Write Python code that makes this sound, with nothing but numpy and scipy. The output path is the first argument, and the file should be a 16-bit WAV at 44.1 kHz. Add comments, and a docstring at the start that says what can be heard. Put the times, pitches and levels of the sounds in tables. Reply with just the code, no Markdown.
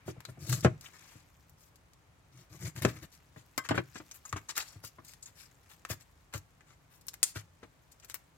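"""A small quiet room: on a wooden table, close to the microphones, a cauliflower is trimmed on a plastic board.
A knife crunches through the stalk twice and knocks on the board, then is laid down with a clatter.
Hands tear off the leaves and drop them, and snap the last stems one by one.
Plant sounds are bursts of random clicks; wood, board and steel are decaying modes; the room is shaped noise."""
import sys
import numpy as np
from scipy import signal
from scipy.fft import rfft, irfft
from scipy.io import wavfile
from scipy.ndimage import uniform_filter1d

SR = 44100
rng = np.random.default_rng(int(sys.argv[2]) if len(sys.argv) > 2 else 0)


def digitize_waveform(pressure):
    """Quantize a signal to 16-bit integers and store it at the path in sys.argv[1].

    Rows of a 2-D input are taken as channels; values are limited to [-1, 1].
    """
    field = np.atleast_2d(pressure).T
    bounded = np.clip(field, -1, 1)
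    quanta = np.round(bounded * 32767).astype(np.int16)
    wavfile.write(sys.argv[1], SR, quanta)


N = 369110


def gain_of(db):
    """Decibels to amplitude."""
    return 10 ** (np.asarray(db) / 20)


def clock(seconds):
    """Sample times from zero."""
    return np.arange(int(seconds * SR)) / SR


def at_level(x, db, seconds):
    """Gives x the energy of a sound of that level and length."""
    return x * gain_of(db) * np.sqrt(seconds * SR / (np.sum(x ** 2) + 1e-20))


def level_curve(points):
    """Levels in dB joined by straight lines over the whole scene."""
    return np.interp(np.arange(N) / SR, *np.transpose(points))


def read(points, hz):
    """A spectrum joined by lines on a log-frequency axis."""
    f, value = np.transpose(points)
    return np.interp(np.log(hz + 1), np.log(f + 1), value)


def add(mix, s, sound):
    """Lays a sound into the mix at time s."""
    part = mix[..., max(round(s * SR), 0):][..., :sound.shape[-1]]
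    part += sound[..., :part.shape[-1]]


def coloured(x, *spectra, size=2048):
    """Causal (minimum-phase) filter with the summed dB spectra."""
    hz = abs(np.fft.fftfreq(size, 1 / SR))
    log_gain = np.log(gain_of(sum(read(points, hz) for points in spectra)))
    # the Hilbert transform of the log gain supplies the minimum phase
    spectrum = np.exp(np.conj(signal.hilbert(log_gain)))
    taps = np.fft.ifft(spectrum).real
    return signal.fftconvolve(x, taps[:size // 2])


def panned(x, db):
    """Places a sound at constant power, db louder on the left."""
    gains = gain_of([[db / 2], [-db / 2]])
    return x * gains / np.sqrt(np.mean(gains ** 2))


def nearby(x, pan_db, scatter_db, t60, count=4):
    """Direct sound, count samples later on the right, plus quick echoes off board and hands, new each time."""
    t, sides = clock(.05), []
    high_pass = signal.butter(1, 250, "high", fs=SR, output="sos")
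    for channel in range(2):
        sparse = rng.standard_normal(len(t)) * (rng.random(len(t)) < .15)
        echoes = sparse * gain_of(-60 * t / t60)
        taps = signal.sosfilt(high_pass, at_level(echoes, scatter_db, 1 / SR))
        taps[channel * count] += 1  # direct sound
        sides.append(signal.oaconvolve(x, taps))
    return panned(np.array(sides), pan_db)


def ring(modes, pitch=1, hold=1, in_step=False):
    """Decaying modes after one tap: all in step at the struck spot, alternating further away."""
    t, out = clock(.28), 0
    for k, (hz, db, t60) in enumerate(modes):
        sign = 1 if in_step else (-1) ** k
        decay = gain_of(db - 60 * t / (t60 * hold))
        out = out + sign * decay * np.sin(2 * np.pi * hz * pitch * t)
    return out


def cells(length, per_s, spread_db):
    """Plant cells bursting: random clicks of rms 1, their sizes spread by spread_db."""
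    chance, size, sign = rng.random((3, length))
    size_db = spread_db * np.minimum(-np.log(1 - size), 4)
    clicks = (chance < per_s / SR) * gain_of(size_db) * np.sign(sign - .5)
    return clicks / np.sqrt(np.mean(clicks ** 2) + 1e-12)


# crisp colour shared by stems and leaves: pitch_hz, level_db
CRISP_COLOUR = [(60, -26), (300, -4.5), (700, -2.5), (1200, 3.5), (2200, 4), (3200, 0), (5000, 2),
                (7300, 3.5), (9500, -3), (13000, 3), (16000, -2.5)]


def flesh(x, body_db, top_db):
    """The crisp colour of a stem: thick ones sound hollow, thin ones bright."""
    return coloured(x, CRISP_COLOUR, [(2000, body_db), (4500, 0.005), (7500, 0.009), (15000, top_db)])


def speckled(x, depth_db):
    """Each clump of cells has its own colour, a few kHz wide and some milliseconds long."""
    z = signal.stft(x, nperseg=128, noverlap=96)[2]
    patches = rng.standard_normal(z.shape[-2:])
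    patches = uniform_filter1d(patches, size=6, axis=0)  # across frequency
    patches = uniform_filter1d(patches, size=14, axis=1)  # across time
    z = z * gain_of(depth_db * patches / patches.std())
    return signal.istft(z, nperseg=128, noverlap=96)[1][..., :N]


def crack(db, body_db, top_db, run_db, pan_db):
    """One sharp crack, then a short run of microcracks."""
    t = clock(0.045)
    run = cells(len(t), per_s=7000, spread_db=-1.0) * np.exp(-(t / 0.0086) ** 2) * (t > .001)
    first = at_level(signal.unit_impulse(len(t)), db, 0.0017)
    clicks = first + at_level(run, db + run_db, 0.00084)
    return nearby(flesh(clicks, body_db, top_db), pan_db, scatter_db=1.0, t60=0.041)


def effort(length, peak_share):
    """The force of one stroke: it builds until the plant gives, then falls."""
    peak = np.clip(peak_share, .05, .95)
    return np.interp(clock(length) / length, [0, peak, 1], [.15, 1, .1])


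def crunching(force, db, body_db, top_db, count=2):
    """Cells burst in clumps, as count independent layers from one place; db is set before force and colour."""
    t, length = np.arange(len(force)) / SR, len(force) / SR
    knots = np.arange(0, length + .01, .005)
    clumps = gain_of(1.8 * np.interp(t, knots, rng.standard_normal(len(knots))))
    out = 0
    for layer in range(count):
        grains = at_level(cells(len(t), per_s=3500, spread_db=4.5) * clumps, db, length / count)
        out = out + nearby(flesh(grains * force, body_db, top_db), pan_db=6.5, scatter_db=1.0, t60=0.043)
    return out


# left-right likeness of the room's sound, 1 = identical: pitch_hz, likeness
LIKENESS = [(60, 0.84), (130, .9), (290, 0.56), (640, 0.29), (1400, 0), (16000, 0)]


def diffuse(length):
    """Stereo noise of a room: alike in the bass, unrelated in the treble."""
    a, b = rfft(rng.standard_normal((2, length)))
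    same = np.clip(read(LIKENESS, np.fft.rfftfreq(length, 1 / SR)), -1, 1)
    right = same * a + np.sqrt(1 - same ** 2) * b
    return irfft(np.array([a, right]), length)


# colour of the room's low rumble: pitch_hz, level_db
AIR_COLOUR = [(15, -50), (25, -13.5), (48, 0.5), (120, -1.5), (170, -3.5), (195, -14), (285, -10.5),
              (326, -13.5), (439, -15.5), (988, -15.5), (1130, -16), (2220, -23), (5280, -29.5),
              (6740, -29), (16000, -40.5)]
AIR_DB = -64
# swells of a faint hollow hiss, perhaps a sleeve: start_s, level_db
HISS_LEVEL = [(0, -67), (.9, -73), (1.149, -68), (1.4, -84), (2.0, -78), (8.37, -83)]
# colour of that hiss: pitch_hz, level_db
HISS_COLOUR_DB = [(100, -20.5), (600, -6.5), (1500, -6), (2300, -1.5), (3200, -13.5), (9000, -29.5)]


def background():
    """Low rumble of the room and a faint hollow hiss, perhaps a sleeve, that swells and fades: coloured noise."""
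    air = np.array([coloured(side, AIR_COLOUR, size=8192)[:N] for side in diffuse(N)])
    hiss = np.array([coloured(side, HISS_COLOUR_DB)[:N] for side in diffuse(N)])
    air = at_level(air, AIR_DB, 2 * N / SR)
    hiss = at_level(hiss, level_curve(HISS_LEVEL), 2 * N / SR)
    return panned(air + hiss, 1.1)


# time for the room to die by 60 dB: pitch_hz, t60_s
ROOM_DECAY = [(100, 0.36), (400, .24), (2000, 0.28), (7000, 0.27), (15000, 0.14)]


def room(x, count=3):
    """Diffuse tails, each band dying at its own speed; the sound turns among them at 23 Hz."""
    out, turn = np.zeros((2, N)), 2 * np.pi * 23 * np.arange(N) / SR
    for k in range(count):
        hz, t, z = signal.stft(diffuse(16384), SR, nperseg=256)
        decay = gain_of(-60 * t / read(ROOM_DECAY, hz)[:, None])
        tail = signal.istft(z * decay, SR, nperseg=256)[1]
        tail *= np.clip(np.arange(tail.shape[1]) / SR / 0.013, 0, 1)  # builds up over 13 ms
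        share = np.cos(turn + np.pi * k / count) * np.sqrt(2 / count)
        sent = (x.mean(0) * share)[None]
        out += signal.fftconvolve(sent, at_level(tail, 0, 2 / SR), axes=1)[:, :N]
    return out


# fingers working over the leaves, before colour: start_s, level_db
HANDLING_LEVEL = [(0, -83), (1.1, -74), (2.0, -87.5), (4.0, -69.5), (4.8, -76), (5.8, -74.5), (6.5, -82.5),
                  (8.37, -80.5)]


def handling():
    """Faint crackle of leaves in the hands: bursting cells, partly shared by both sides, swelling and sinking."""
    level = gain_of(level_curve(HANDLING_LEVEL))
    shared, sides = cells(N, per_s=1200, spread_db=5.0), []
    for side in range(2):
        crackle = (shared + cells(N, per_s=1200, spread_db=4.0)) * level
        sides.append(flesh(crackle, body_db=2.0, top_db=-3.5)[:N])
    return panned(speckled(np.array(sides), depth_db=3.5), 4.6)


# modes of the wooden table, unloaded: pitch_hz, level_db, t60_s
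TABLE_MODES = [(58.3, -19, 0.27), (88, 0, 0.11), (126.6, 5.5, 0.19), (172.6, 0.5, 0.14)]
# modes of the plastic board, unloaded: pitch_hz, level_db, t60_s
BOARD_MODES = [(265.8, -3.5, 0.16), (316.2, 1.5, 0.16), (360, 0, 0.15), (466, -8.5, 0.11), (515, -7.5, .09),
               (572, -8.5, .11), (647.3, -4, 0.141), (725, -5, 0.034), (1213, -6, 0.052),
               (1307, -16, 0.074), (1553, -11.5, .06), (1846, -14.5, .04), (2045, -10.5, 0.068)]
# colour of the dense clack: pitch_hz, level_db
CLACK_COLOUR = [(60, -28), (200, 9), (350, 10), (850, -1.5), (1400, 2), (2200, -4.5), (3200, -12),
                (5000, -23.5), (12000, -44)]
# blows on the board: start_s, thump_db, knock_db, hardness_db_per_octave
BOARD_BLOWS = [(0.08, -39.5, -39.5, -7.5), (0.17, -49, -57.5, -7), (0.288, -43.5, -52.5, -2),
               (0.375, -50.5, -57.5, -6), (0.648, -21, -20.5, -3), (0.662, -29, -31.5, 0),
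               (1.151, -53.5, -60.5, -7), (2.849, -28.5, -24.5, -4.5), (3.362, -50.5, -54.5, 0),
               (3.578, -53, -38, 4), (3.69, -41, -39.5, 9), (3.7093, -32, -27.5, 1),
               (3.744, -38, -38, -1.5), (3.778, -35.5, -28.5, 1.5), (3.956, -60, -45.5, 3),
               (4.0, -58, -49, 0), (4.3281, -37.5, -44.5, 2.5), (4.361, -44, -44.5, 4),
               (4.756, -48, -63, -2), (4.838, -54, -55.5, 1), (4.985, -57.5, -55.5, 0.5),
               (5.902, -38.5, -43, -1.5), (6.345, -38.5, -45, 1), (7.359, -40, -44, 4),
               (7.63, -60.5, -51.5, 0.5)]
# the thump is higher until the hands lift the head off the board (factors on pitch)
LIFT_S, PRESSED_PITCH, FREE_PITCH = 3.85, 0.98, 0.809
THUMP_HOLD, KNOCK_HOLD = 0.9, 0.83  # factors on the ring times: the load damps the wood
HOLD_PER_HARDNESS = -0.31  # dB of ring time per dB/octave: dull blows ring on longer than sharp ones


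def blows():
    """Each blow gives a low thump of the table and a knock of the board, with a dense, short clack."""
    thumps, knocks = np.zeros(N), np.zeros((2, N))
    t = np.arange(len(ring(TABLE_MODES))) / SR
    for s, thump_db, knock_db, hardness_db in BOARD_BLOWS:
        pitch = PRESSED_PITCH if s < LIFT_S else FREE_PITCH
        thump = ring(TABLE_MODES, pitch, THUMP_HOLD) * (1 - np.exp(-t / 0.0032))  # soft start
        add(thumps, s, at_level(thump, thump_db, 0.025))

        hold = KNOCK_HOLD * gain_of(HOLD_PER_HARDNESS * hardness_db)
        rattle = rng.standard_normal(len(t)) * gain_of(-60 * t / (0.081 * hold))
        clack = at_level(rattle, 0, 1 / SR) + 0.14 * signal.unit_impulse(len(t))
        clack = coloured(clack, CLACK_COLOUR)[:len(t)]
        modes = ring(BOARD_MODES, 0.97, hold, in_step=True)
        knock = at_level(modes, -2.6, 0.93) + at_level(clack, 0, 0.81)
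        # the slope spans three octaves, 400 to 3200 Hz
        knock = coloured(knock, [(400, 0.01), (3200, hardness_db * np.log2(8))])
        knock = nearby(knock, pan_db=2.5, scatter_db=1.0, t60=0.046)
        add(knocks, s, at_level(knock, knock_db, 0.054))
    return panned(thumps, 2.8), knocks


# modes of the steel blade: pitch_hz, level_db, t60_s
BLADE_MODES = [(1076, 3.5, 0.068), (1197, -11, 0.15), (1263, -10.5, 0.11), (1560, -1, 0.077),
               (2050, -9, .14), (3200, -24, 0.25), (3750, -27.5, .07), (5270, -10.5, .05),
               (7375, -20, 0.14)]
# the blade touching down: start_s, ring_db, edge_click_db, click_treble_db
TOUCHDOWNS = [(3.578, -36, -26, -4), (3.658, -63, -55, -18), (3.689, -38, -31.5, -15),
              (3.707, -45, -43, -16)]
TICK_RUN_DB, TICK_PAN_DB = -3.5, 14  # the steel edge scrapes on briefly after its click, far to the left


def blade():
    """The steel clicks and rings briefly each time it touches the board."""
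    out = np.zeros((2, N))
    for s, ring_db, tick_db, top_db in TOUCHDOWNS:
        steel = nearby(ring(BLADE_MODES), pan_db=7.0, scatter_db=13, t60=0.11)
        add(out, s, at_level(steel, ring_db, 0.04))
        add(out, s, crack(tick_db, body_db=-1.5, top_db=top_db, run_db=TICK_RUN_DB, pan_db=TICK_PAN_DB))
    return out


# short resonances of stalk, ribs and leaves: low pops, high squeaks, the ringing of the loudest snap:
# start_s, pitch_hz, level_db
PLANT_POPS = [(0.162, 636, -57), (0.251, 4080, -46), (0.25, 1380, -52), (0.37, 680, -57),
              (0.6485, 574, -26), (0.662, 2060, -43.5), (0.858, 2930, -48), (2.85, 514, -28.5),
              (4.113, 6400, -48), (4.252, 1286, -49.5), (4.252, 6840, -44.5), (4.291, 6700, -48),
              (4.327, 1190, -34.5), (4.363, 1440, -41), (4.366, 6660, -46), (4.488, 6750, -40.5),
              (4.566, 1340, -40.5), (4.837, 1200, -49), (4.984, 1144, -48.5), (5.226, 7200, -46),
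              (5.257, 6950, -47), (7.23, 8790, -24.5), (7.233, 6700, -28), (8.153, 1750, -66)]
POP_S, POP_S_PER_OCTAVE = 0.0066, 0.0015  # length of a pop at 1 kHz; the higher squeaks last longer


def pops():
    """A brief slip, tear or break rings one well-damped resonance of the plant."""
    out, t = np.zeros((2, N)), clock(.08)
    for s, hz, db in PLANT_POPS:
        length = max(POP_S + POP_S_PER_OCTAVE * np.log2(hz / 10 ** 3), .002)
        slips = cells(len(t), per_s=6700, spread_db=1.5) * np.exp(-(t / length) ** 2)
        decay, onset = np.exp(-np.pi * hz * t / 4.5), 1 - np.exp(-hz * t / 2.3)
        resonance = np.sin(2 * np.pi * hz * t) * decay * onset
        pop = signal.fftconvolve(slips, resonance)[:len(t)]
        sound = nearby(pop, pan_db=5.0, scatter_db=-4.5, t60=0.052)
        add(out, s, at_level(sound, db, 2 * length))
    return out


# leaves torn or rubbed by the hands: start_s, length_s, force_db, hollow_body_db, top_treble_db
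LEAF_TEARS = [(0.815, 0.088, -55, 3, -9), (0.893, 0.2, -60.5, 2, -11), (1.011, 0.23, -59, 0, -10),
              (1.575, 0.13, -65, -12, -1), (3.116, 0.062, -59, -4.5, -7), (3.358, 0.07, -61.5, 3.5, -8.5),
              (3.639, 0.041, -49.5, 7, -17), (3.741, 0.045, -48, 10, -12), (3.939, 0.06, -48, -1.5, -20),
              (4.133, 0.045, -56.5, -3.5, 6), (4.246, 0.068, -61.5, 3, 4), (4.357, 0.038, -55, 16.5, -8),
              (4.485, 0.041, -43, 0.5, -12), (4.552, 0.085, -35, -2, -13), (4.609, 0.18, -55, -3, -13),
              (4.829, 0.065, -46, -10, -4), (5.041, 0.12, -54.5, -7.5, -8.5), (5.222, 0.03, -54, -26, -12),
              (5.256, 0.05, -56.5, -1, -9.5), (5.349, 0.125, -54.5, -3, -6.5), (5.686, 0.07, -57.5, 2, -4),
              (5.889, 0.056, -41, 0, -0.5), (5.995, 0.046, -60.5, -1, -5.5), (6.326, 0.066, -48.5, 4.5, -6),
              (6.661, 0.098, -65, 7.5, -15), (6.9, 0.1, -66, 1.5, 2), (7.236, 0.09, -46, -14, -5),
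              (7.342, 0.076, -47.5, 0.5, -10), (7.621, 0.041, -64.5, 13.5, -18),
              (7.913, 0.022, -57, -21, -5), (8.021, 0.039, -61.5, 7, -18), (8.081, 0.05, -51.5, -2, -7.5),
              (8.137, 0.037, -54, 4.5, 0.5)]
TEAR_PEAK_SHARE = 0.35  # a leaf gives early and trails off


def tears():
    """Leaf cells burst in a crunch that follows the force of the hands."""
    out = np.zeros((2, N))
    for start, length, db, body_db, top_db in LEAF_TEARS:
        add(out, start, crunching(effort(length, TEAR_PEAK_SHARE), db, body_db, top_db))
    return out


# pushes of the knife through the stalk: start_s, length_s, force_db, hollow_body_db
KNIFE_PUSHES = [(0.055, 0.072, -53, 1.5), (0.263, 0.071, -60.5, -12), (0.39, 0.11, -52.5, -6),
                (0.463, 0.12, -38, -9), (0.548, 0.07, -49, -3.5), (0.625, 0.036, -43.5, 0),
                (2.316, 0.15, -64, 1), (2.494, 0.1, -58, 0.5), (2.591, 0.125, -48, 1.5),
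                (2.748, 0.065, -50.5, 2), (2.811, 0.05, -43, 1), (2.86, 0.064, -48, 5),
                (2.913, 0.11, -58.5, 6), (3.014, 0.045, -51, 1)]
CUT_PEAK_SHARE, CUT_TOP_DB = 0.53, -6.5  # a push builds for about half its length, then the stalk gives
JUDDER_DB = 9  # shaking of the table re the force of the push


def cuts():
    """Knife pushes crunch through the stalk; their jerky force also shakes table and board."""
    crunch, judder = np.zeros((2, N)), np.zeros(N)
    wood = at_level(ring(TABLE_MODES), 0, 1 / SR) + at_level(ring(BOARD_MODES), -11.5, 1 / SR)
    for start, length, db, body_db in KNIFE_PUSHES:
        force = effort(length, CUT_PEAK_SHARE)
        add(crunch, start, crunching(force, db, body_db, CUT_TOP_DB))
        jerks = rng.standard_normal(len(force) + len(wood))
        shake = signal.fftconvolve(jerks, wood, "valid")[:len(force)]
        shake = at_level(shake, db + JUDDER_DB, length) * force
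        add(judder, start, shake * signal.windows.tukey(len(force), .3))
    return crunch, panned(judder, 2.6)


# sharp cracks: mostly brittle stems breaking, one a clump of leaves landing on the board;
# levels before colour, microcracks re the crack:
# start_s, crack_db, hollow_body_db, top_treble_db, microcracks_db
SHARP_CRACKS = [(0.205, -49.5, 9.5, -2, -15), (0.252, -40.5, 0, -11, -22), (0.4944, -38.5, 0.5, 3.5, 5.5),
                (0.5272, -30.5, 1, -10, 5), (0.576, -49, -16, -3.5, -7), (0.608, -40, -29, -7, 0),
                (0.6474, -27, 4, -33.5, -13), (0.811, -43.5, -17.5, -8, -26), (1.496, -60, -29, 7, -6),
                (1.758, -55.5, -13, -4, -1), (1.9346, -56.5, -7, -7, -23), (2.7631, -44, 3, -4.5, -3.5),
                (2.8218, -38, 2.5, 2, 4.5), (2.8504, -24, 7.5, -22, -14), (4.113, -41, -5.5, -9, -6),
                (4.3276, -35, 6.5, -15, -9), (4.4926, -38.5, 0.5, -15, 2), (4.508, -37, -15, -17, -10.5),
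                (4.5659, -30, -23, -19, -11), (4.5788, -27, -3, 2.5, -12), (5.048, -53, -10, 0, 2),
                (5.1362, -48, -1.5, -5, -9), (5.851, -40, 9.5, -12.5, -8), (5.9, -42.5, 0, -6, 6),
                (6.3387, -38, 7, -8, 0), (6.3785, -44, -19, 1.5, -14), (6.608, -60.5, 12, -26, -2.5),
                (7.0116, -56, -16, -4.5, 2.5), (7.068, -54.5, -11, 13.5, -3),
                (7.0841, -29.5, -11.5, -6.5, -7), (7.135, -51.5, -0.5, -3.5, 2), (7.141, -42, 0.5, 0, -9),
                (7.23, -14.5, -9, -6, -11), (7.363, -43.5, -7, -5, -6), (7.9997, -52.5, -8.5, -13, -4.5),
                (8.0468, -48.5, -4, 1, -1), (8.099, -41.5, -0.5, -3, -10), (8.1432, -35.5, 0, 9, -16)]
SNAP_PAN_DB = 5


def snaps():
    """Sharp cracks, mostly of breaking stems: each is one click and a run of microcracks."""
    out = np.zeros((2, N))
    for s, db, body_db, top_db, run_db in SHARP_CRACKS:
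        add(out, s, crack(db, body_db, top_db, run_db, SNAP_PAN_DB))
    return out


def scene():
    """Vegetable, board and knife close to the microphones, in the room."""
    cut_crunch, judder = cuts()
    thumps, knocks = blows()
    crunch = speckled(cut_crunch + tears(), depth_db=2.5)
    crisp = snaps() + crunch + pops() + handling()
    hard = knocks + blade()
    low = thumps + judder
    to_room = gain_of(-15.5) * crisp + gain_of(-23) * hard + gain_of(-17.5) * low
    return crisp + hard + low + room(to_room) + background()


EDGE_HZ = 16300  # upper band limit


def record(dry):
    """The recorder's bass roll-off, soft overload of loud peaks, and band limit."""
    dry = signal.sosfilt(signal.butter(2, 42, "high", fs=SR, output="sos"), dry)
    dry = np.tanh(dry)
    low_pass = signal.firwin(255, EDGE_HZ, window=("kaiser", 9), fs=SR)
    return signal.oaconvolve(dry, low_pass[None], "same")


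dry = scene()
out = record(dry)
digitize_waveform(out)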